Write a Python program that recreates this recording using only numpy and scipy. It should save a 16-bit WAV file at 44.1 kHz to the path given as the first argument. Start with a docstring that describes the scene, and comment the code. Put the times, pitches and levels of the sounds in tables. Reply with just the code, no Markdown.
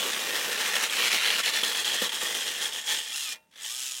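"""A toy truck ploughs through snow close by, its loaded gear teeth chattering and shaking the chassis.
It passes side-on, then shows its ringing rear gearbox; slack gears clack and the body thuds over bumps.
As the load eases the motor's pulsing whir takes over. It stalls for a moment, leaving metal parts
ringing over a faint bed of outdoor air, and spins up again."""
import sys
import numpy as np
from scipy import signal
from scipy.fft import rfft, irfft, next_fast_len
from scipy.io import wavfile
from scipy.ndimage import uniform_filter1d, map_coordinates

SR = 44100
rng = np.random.default_rng(int(sys.argv[2]) if len(sys.argv) > 2 else 0)


def dump_mix(stems):
    """Bounce the given channels to the path in sys.argv[1] as a 16-bit WAV at rate SR."""
    frames = np.atleast_2d(stems).T  # one column per channel
    limited = np.clip(frames, -1, 1)  # hard clip at full scale
    pcm = np.round(limited * 32767).astype(np.int16)
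    wavfile.write(sys.argv[1], SR, pcm)


N = 176400

# drive train fader, surging as the tyres grip and slip (time [s], level [dB])
DRIVE_LEVEL = [(0.0, -30.5), (0.33, -30.5), (0.36, -27), (0.39, -29), (0.5, -30), (0.53, -26.5),
               (0.57, -32), (0.61, -24.5), (0.62, -28.5), (0.69, -25.5), (0.71, -31), (0.76, -24),
               (0.79, -30), (0.84, -24), (0.88, -32), (0.94, -27), (1.08, -24.5), (1.1, -29), (1.14, -22),
               (1.2, -28.5), (1.25, -23), (1.37, -26.5), (1.4, -22), (1.42, -30.5), (1.44, -26.5),
               (1.48, -22), (1.52, -31.5), (1.56, -23), (1.61, -31), (1.64, -25.5), (1.74, -29.5),
               (1.79, -27.5), (1.84, -32.5), (1.87, -27), (1.91, -31), (1.95, -26), (1.98, -32),
               (2.05, -26), (2.09, -35.5), (2.15, -29.5), (2.2, -34), (2.22, -27.5), (2.31, -31.5),
               (2.35, -28.5), (2.46, -32), (2.47, -29), (2.52, -33), (2.6, -33), (2.62, -28.5), (2.66, -29),
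               (2.7, -35.5), (2.77, -32.5), (2.84, -39.5), (2.9, -25), (3.04, -35), (3.17, -32),
               (3.3, -38.5), (3.33, -39.5), (3.36, -45.5), (3.38, -60), (3.41, -69), (3.5, -77.5),
               (3.515, -62), (3.56, -47.5), (3.6, -41), (3.63, -35), (3.83, -30.5), (4, -36.5)]
# motor speed (time [s], speed [turns/s])
MOTOR_SPEED = [(0, 135), (.35, 148), (.6, 147), (1.2, 168), (1.56, 178), (1.75, 168), (2.2, 170),
               (2.6, 150), (2.95, 160), (3.04, 158), (3.1, 103), (3.16, 147), (3.21, 143), (3.29, 123),
               (3.35, 119), (3.39, 40), (3.5, 38), (3.58, 80), (3.68, 111), (3.77, 128), (3.87, 130),
               (4, 124)]
# mix under the drive fader (time [s], chassis [dB], chatter [dB], gear case [dB], open side [dB],
# cab [dB], rear gearbox [dB], whir [dB], whine [dB])
PART_MIX = [(0, -7, -3, -14, -7.5, -34, -1.5, -7.5, -27), (.5, -8.5, -2.5, -10, -24, -30, -20, -11.5, -34),
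            (.8, -12, -3, -5, -10, -13, -11, -7.5, -13), (1.08, -13, -4, -44, -2, -10.5, -32, -10, -36),
            (1.25, -16.5, -5, -18.5, -4, -8.5, -14, -14, -23),
            (1.62, -12.5, -8, -13.5, -6.5, -8.5, -17, -7.5, -7),
            (1.85, -10, -5, -9.5, -36, -8.5, -4.5, -5.5, -10),
            (2.65, -13.5, -7.5, -8.5, -41, -29, -3.5, -5, -17),
            (2.95, -18, -12.5, -6.5, -4, -22, -4, -3.5, -18), (3.1, -23, -16, -13, -28, -27, -3, -7, -22),
            (3.17, -33, -14, -15.5, -19, -13, -8, -0.5, -5),
            (3.33, -17.5, -6, -9.5, -35, -5.5, -0.5, 2.5, -12), (3.41, -2, -6, -8, -17, -31, -23, -39, -7),
            (3.5, -4, -3, -14, -22, -26, -18, 3, -18), (3.53, -18, -4.5, -13, -10, -13, -8, -17, -22),
            (3.66, -24, -21, -10, -30, -20, -4.5, -1.5, -27),
            (3.76, -35, -20.5, -31, -22, -16, -22, -3.5, -28),
            (4, -28.5, -18, -22, -19, -27, -13, -1.5, -35)]
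# tone colours of the noise layers (frequency [Hz], gain [dB])
CHATTER_EQ = [(410, -60), (700, -11), (818, -7.5), (907, -13), (1130, -3), (1240, -4.5), (1830, -0.5),
              (2220, -4.5), (2990, -0.5), (4240, -5.5), (4580, -9.5), (5710, -6.5), (6850, -11),
              (13100, -18.5), (15500, -36)]
WHIR_EQ = [(120, -84), (200, -70), (283, -31), (327, -46), (544, -28), (992, -17), (1280, -27), (1510, -12),
           (1950, -8.5), (2090, -15), (2750, -1), (3420, 1.5), (4500, -6), (5200, 2), (5900, -1.5),
           (6800, 1.5), (10500, -7.5), (15500, -16)]
CHASSIS_EQ = [(40, -31), (90, -26), (140, -9.5), (205, 1), (300, 0), (400, 4.5), (490, 10), (590, 3.5),
              (720, 0), (1000, 1.5), (2000, -7.5)]
THUD_EQ = [(70, -45), (185, -1), (260, 0), (350, -10), (480, 10), (700, -7), (1200, -2), (2200, -13)]
AIR_EQ = [(25, -10), (100, 4), (220, 6.5), (400, -3), (1200, -11), (3000, -15), (15000, -42)]
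CLACK_EQ = [(100, -55), (500, -22), (1800, -15), (2850, -12), (3300, 3), (3900, -14), (15000, -34)]
# resonances of the housings (frequency [Hz], width [Hz], gain [dB])
GEAR_CASE_MODES = [(868, 43, 0.5), (1830, 147, 5.5)]
OPEN_SIDE_MODES = [(2350, 350, -0.89), (2800, 500, 0.93)]
CAB_MODES = [(4040, 170, 4.5), (4330, 67, 4), (9950, 430, -4.5)]
REAR_GEARBOX_MODES = [(2010, 35, -25), (3253, 290, 10.5), (6400, 130, -9), (8100, 360, -2)]
# tones of the meshing gears (pitch [x motor speed], level against the whir [dB], flutter [x pitch])
MESH_TONES = [(2.19, -38, 0.0088), (10, -25, 0.0165)]
# whine of the loaded teeth (pitch [x motor speed], relative level [dB], width [Hz])
WHINE_TONES = [(19.75, 14, 190), (31.3, -17, 250)]
# ringing metal parts (frequency [Hz], relative level [dB], t60 [s])
METAL_MODES = [(623, -6.5, 0.45), (898, -5.5, 0.8), (1390, -4, .26), (1916, -5, 0.23), (2073, 2, 0.16),
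               (2428, 5, 0.18), (2724, 0, 0.36), (3830, -9, 0.21), (8629, -15, 0.96)]
# bumps of the chassis (time [s], level [dB])
CHASSIS_BUMPS = [(.826, -31.5), (1.134, -40), (1.63, -29.5), (2.019, -25), (2.039, -36), (2.226, -35)]
# slack gears taking up the load (time [s], level [dB])
GEAR_CLACKS = [(0.754, -22), (.897, -26), (1.434, -26), (1.634, -18), (1.748, -21), (1.846, -24),
               (2.093, -26.5), (2.12, -28), (2.345, -25.5), (2.723, -29.5), (3.512, -60), (3.558, -45)]

LOADED_ABOVE_DB = -16.5  # chatter level from which the motor runs unevenly
LEVELLER_SAMPLES = 2600  # window that irons out slow swings in level


def amp(db):
    """Decibels to gain."""
    return 10 ** (np.asarray(db) / 20)


def unit(x):
    """x at rms 1."""
    return x / np.sqrt(np.mean(x ** 2) + 1e-20)


def curves(rows):
    """One automation curve for each column after the time."""
    times, *columns = np.transpose(rows)
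    return [np.interp(np.arange(N) / SR, times, column) for column in columns]


def wobble(rate):
    """A smooth random curve, rate knots a second."""
    knots = rng.standard_normal(4096)[:int(N * rate / SR) + 4]
    return map_coordinates(knots, [np.arange(N) * rate / SR])


def filtered(x, response):
    """x times a complex response of frequency."""
    size = 2 * next_fast_len(N * 3 // 4)
    return irfft(rfft(x, size) * response(np.fft.rfftfreq(size, 1 / SR)), size)[:N]


def coloured(x, eq):
    """x through a minimum-phase EQ of (frequency [Hz], gain [dB]) points."""
    points_hz, db = np.transpose(eq)

    def response(hz):
        gain = amp(np.interp(np.log(hz + 1), np.log(points_hz + 1), db))
        cepstrum = irfft(np.log(gain))
        half = len(cepstrum) // 2
        cepstrum[1:half] *= 2
        cepstrum[half + 1:] = 0
        return np.exp(rfft(cepstrum))
    return filtered(x, response)


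def resonated(x, modes):
    """x through a bank of resonances."""
    return filtered(x, lambda f: sum(amp(db) * 1j * f * width / (hz * hz - f * f + 1j * f * width)
                                     for hz, width, db in modes))


def decay(t60):
    """One second of a fall by 60 dB every t60."""
    return np.exp(-np.log(1000) * np.arange(SR) / SR / t60)


def impulses(rows):
    """One impulse for each (time [s], level [dB]) row."""
    x = np.zeros(N)
    for s, db in rows:
        x[round(s * SR)] += amp(db)
    return x


def shaped_noise(envelope, eq):
    """Noise that rides an envelope into an EQ."""
    noise = rng.standard_normal(N)
    return coloured(envelope * noise, eq) / np.std(coloured(noise, eq))


def tooth_force(hits_per_s=380, spread_db=0.5, rub_db=2.5):
    """Loaded teeth strike at uneven times, each a short scratch, over steady rubbing."""
    strikes = rng.random(N) < hits_per_s / SR
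    hits = strikes * amp(-spread_db * np.clip(rng.standard_normal(N), -2, 2))
    power = np.abs(signal.fftconvolve(hits ** 2, decay(t60=0.0062) ** 2)[:N])
    force = unit(np.sqrt(power)) + amp(rub_db)
    return force / np.sqrt(np.abs(uniform_filter1d(force ** 2, LEVELLER_SAMPLES)) + 1e-9)


def gear_chatter(force, chatter_db, case_db, side_db, cab_db, rear_db):
    """Tooth blows sound directly and through the gear case, open side, cab and rear gearbox."""
    blows = lambda: force * rng.standard_normal(N)
    direct = amp(chatter_db) * unit(coloured(blows(), CHATTER_EQ))
    housings = [(GEAR_CASE_MODES, case_db), (OPEN_SIDE_MODES, side_db),
                (CAB_MODES, cab_db), (REAR_GEARBOX_MODES, rear_db)]
    ring = sum(amp(db) * unit(resonated(blows(), modes)) for modes, db in housings)
    return direct + coloured(ring, eq=[(300, -5.0), (800, -2.5), (5000, 0), (13000, -7.0)])


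def motor_whir(turns, speed, load, depth_db=4.7):
    """A hiss that swells once a turn, less evenly under load, with fluttering gear mesh tones."""
    pulse_db = depth_db * (1 - load ** 2) * np.cos(2 * np.pi * turns)
    scatter_db = (0.5 + 2.0 * load) * wobble(220)
    swell = amp(pulse_db + scatter_db)
    swell /= np.sqrt(uniform_filter1d(swell ** 2, LEVELLER_SAMPLES))
    whir = unit(coloured(swell * rng.standard_normal(N), WHIR_EQ))
    for multiple, db, flutter in MESH_TONES:
        phase = 2 * np.pi * multiple * np.cumsum(speed * (1 + flutter * wobble(250))) / SR
        whir += amp(db + 4.0 * wobble(40)) * np.sqrt(2) * np.sin(phase)
    return whir


def tooth_whine(turns, force):
    """Rough tones of the loaded teeth glide with the motor."""
    tones = np.zeros(N)
    for multiple, db, width in WHINE_TONES:
        roughness = wobble(width) + 1j * wobble(width)
        tones += amp(db) * np.real(roughness * np.exp(2j * np.pi * multiple * turns))
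    return unit(tones * np.sqrt(force))


def colour_flicker(x, depth_db=1.7):
    """The tone colour flickers in small random patches of time and frequency."""
    spectrum = signal.stft(x, nperseg=1024)[2]
    patch = np.outer(np.hanning(7), np.hanning(11))
    field = signal.fftconvolve(rng.standard_normal(spectrum.shape), patch, "same")
    gain = unit(amp(depth_db * unit(field)))
    return signal.istft(spectrum * gain, nperseg=1024)[1][:N]


def chassis(drive, force, level_db):
    """The body rumbles as the teeth shake it and thuds over bumps."""
    shake = drive * force ** 0.29 * amp(level_db + 1.5 * wobble(24.58))
    thuds = signal.fftconvolve(impulses(CHASSIS_BUMPS), decay(t60=0.06))[:N]
    return shaped_noise(shake, CHASSIS_EQ) + shaped_noise(thuds, THUD_EQ)


def metal_ring(drive, chatter_db, whine, whine_send_db=-5, return_db=-20.5, stall_s=3.34, jolt_db=-8):
    """Metal parts pick up the drive train's vibration and ring on after the stalling motor's jolt."""
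    vibration = drive * (amp(chatter_db) * rng.standard_normal(N) + amp(whine_send_db) * whine)
    jolt = impulses([(stall_s, jolt_db)])
    t = np.arange(SR) / SR
    ring = sum(amp(db) * unit(decay(t60) * np.cos(2 * np.pi * hz * t)) for hz, db, t60 in METAL_MODES)
    return amp(return_db) * signal.fftconvolve(vibration + jolt, ring / np.sqrt(SR))[:N]


def outdoor_air(level_db=-75.5):
    """A faint, dark bed of still air."""
    return amp(level_db) * unit(coloured(rng.standard_normal(N), AIR_EQ))


def gear_slack(dip_db=-5, free_s=0.01):
    """The drive ducks, in dB, while the teeth cross their play just before each clack."""
    t = np.arange(N) / SR
    return dip_db * sum(np.exp(-(2 * (t - s) / free_s + 1) ** 4) for s, _ in GEAR_CLACKS)


def gear_clacks():
    """The teeth land all at once and ring the gearbox briefly."""
    envelope = signal.fftconvolve(impulses(GEAR_CLACKS), decay(t60=0.034))[:N]
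    return shaped_noise(envelope, CLACK_EQ)


def low_thump(start_s=2.228, hz=55, gain_db=-50):
    """One soft, dull push that dies within a cycle."""
    cycles = np.maximum(np.arange(N) / SR - start_s, 0) * hz
    return amp(gain_db) * np.sin(2 * np.pi * cycles) * np.exp(-np.pi * cycles)


def scene():
    """The truck in quiet open air, mixed to mono."""
    drive = amp(curves(DRIVE_LEVEL)[0] + gear_slack())
    speed, = curves(MOTOR_SPEED)
    turns = np.cumsum(speed) / SR
    chassis_db, chatter_db, case_db, side_db, cab_db, rear_db, whir_db, whine_db = curves(PART_MIX)
    load = 1 / (1 + amp(LOADED_ABOVE_DB - chatter_db))  # 0 running free, 1 straining
    force = tooth_force()
    whine = amp(whine_db) * tooth_whine(turns, force)
    whir = amp(whir_db) * motor_whir(turns, speed, load)
    chatter = gear_chatter(force, chatter_db, case_db, side_db, cab_db, rear_db)
    train = colour_flicker(drive * (chatter + whir + whine))
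    body = chassis(drive, force, chassis_db)
    metal = metal_ring(drive, chatter_db, whine)
    return (train + body + metal + outdoor_air() + gear_clacks() + low_thump())[None]


def record(dry, cutoff_hz=15900):
    """A brick-wall low-pass trims the very top of the mix."""
    return filtered(dry[0], lambda hz: hz < cutoff_hz)[None]


dry = scene()
out = record(dry)
dump_mix(out)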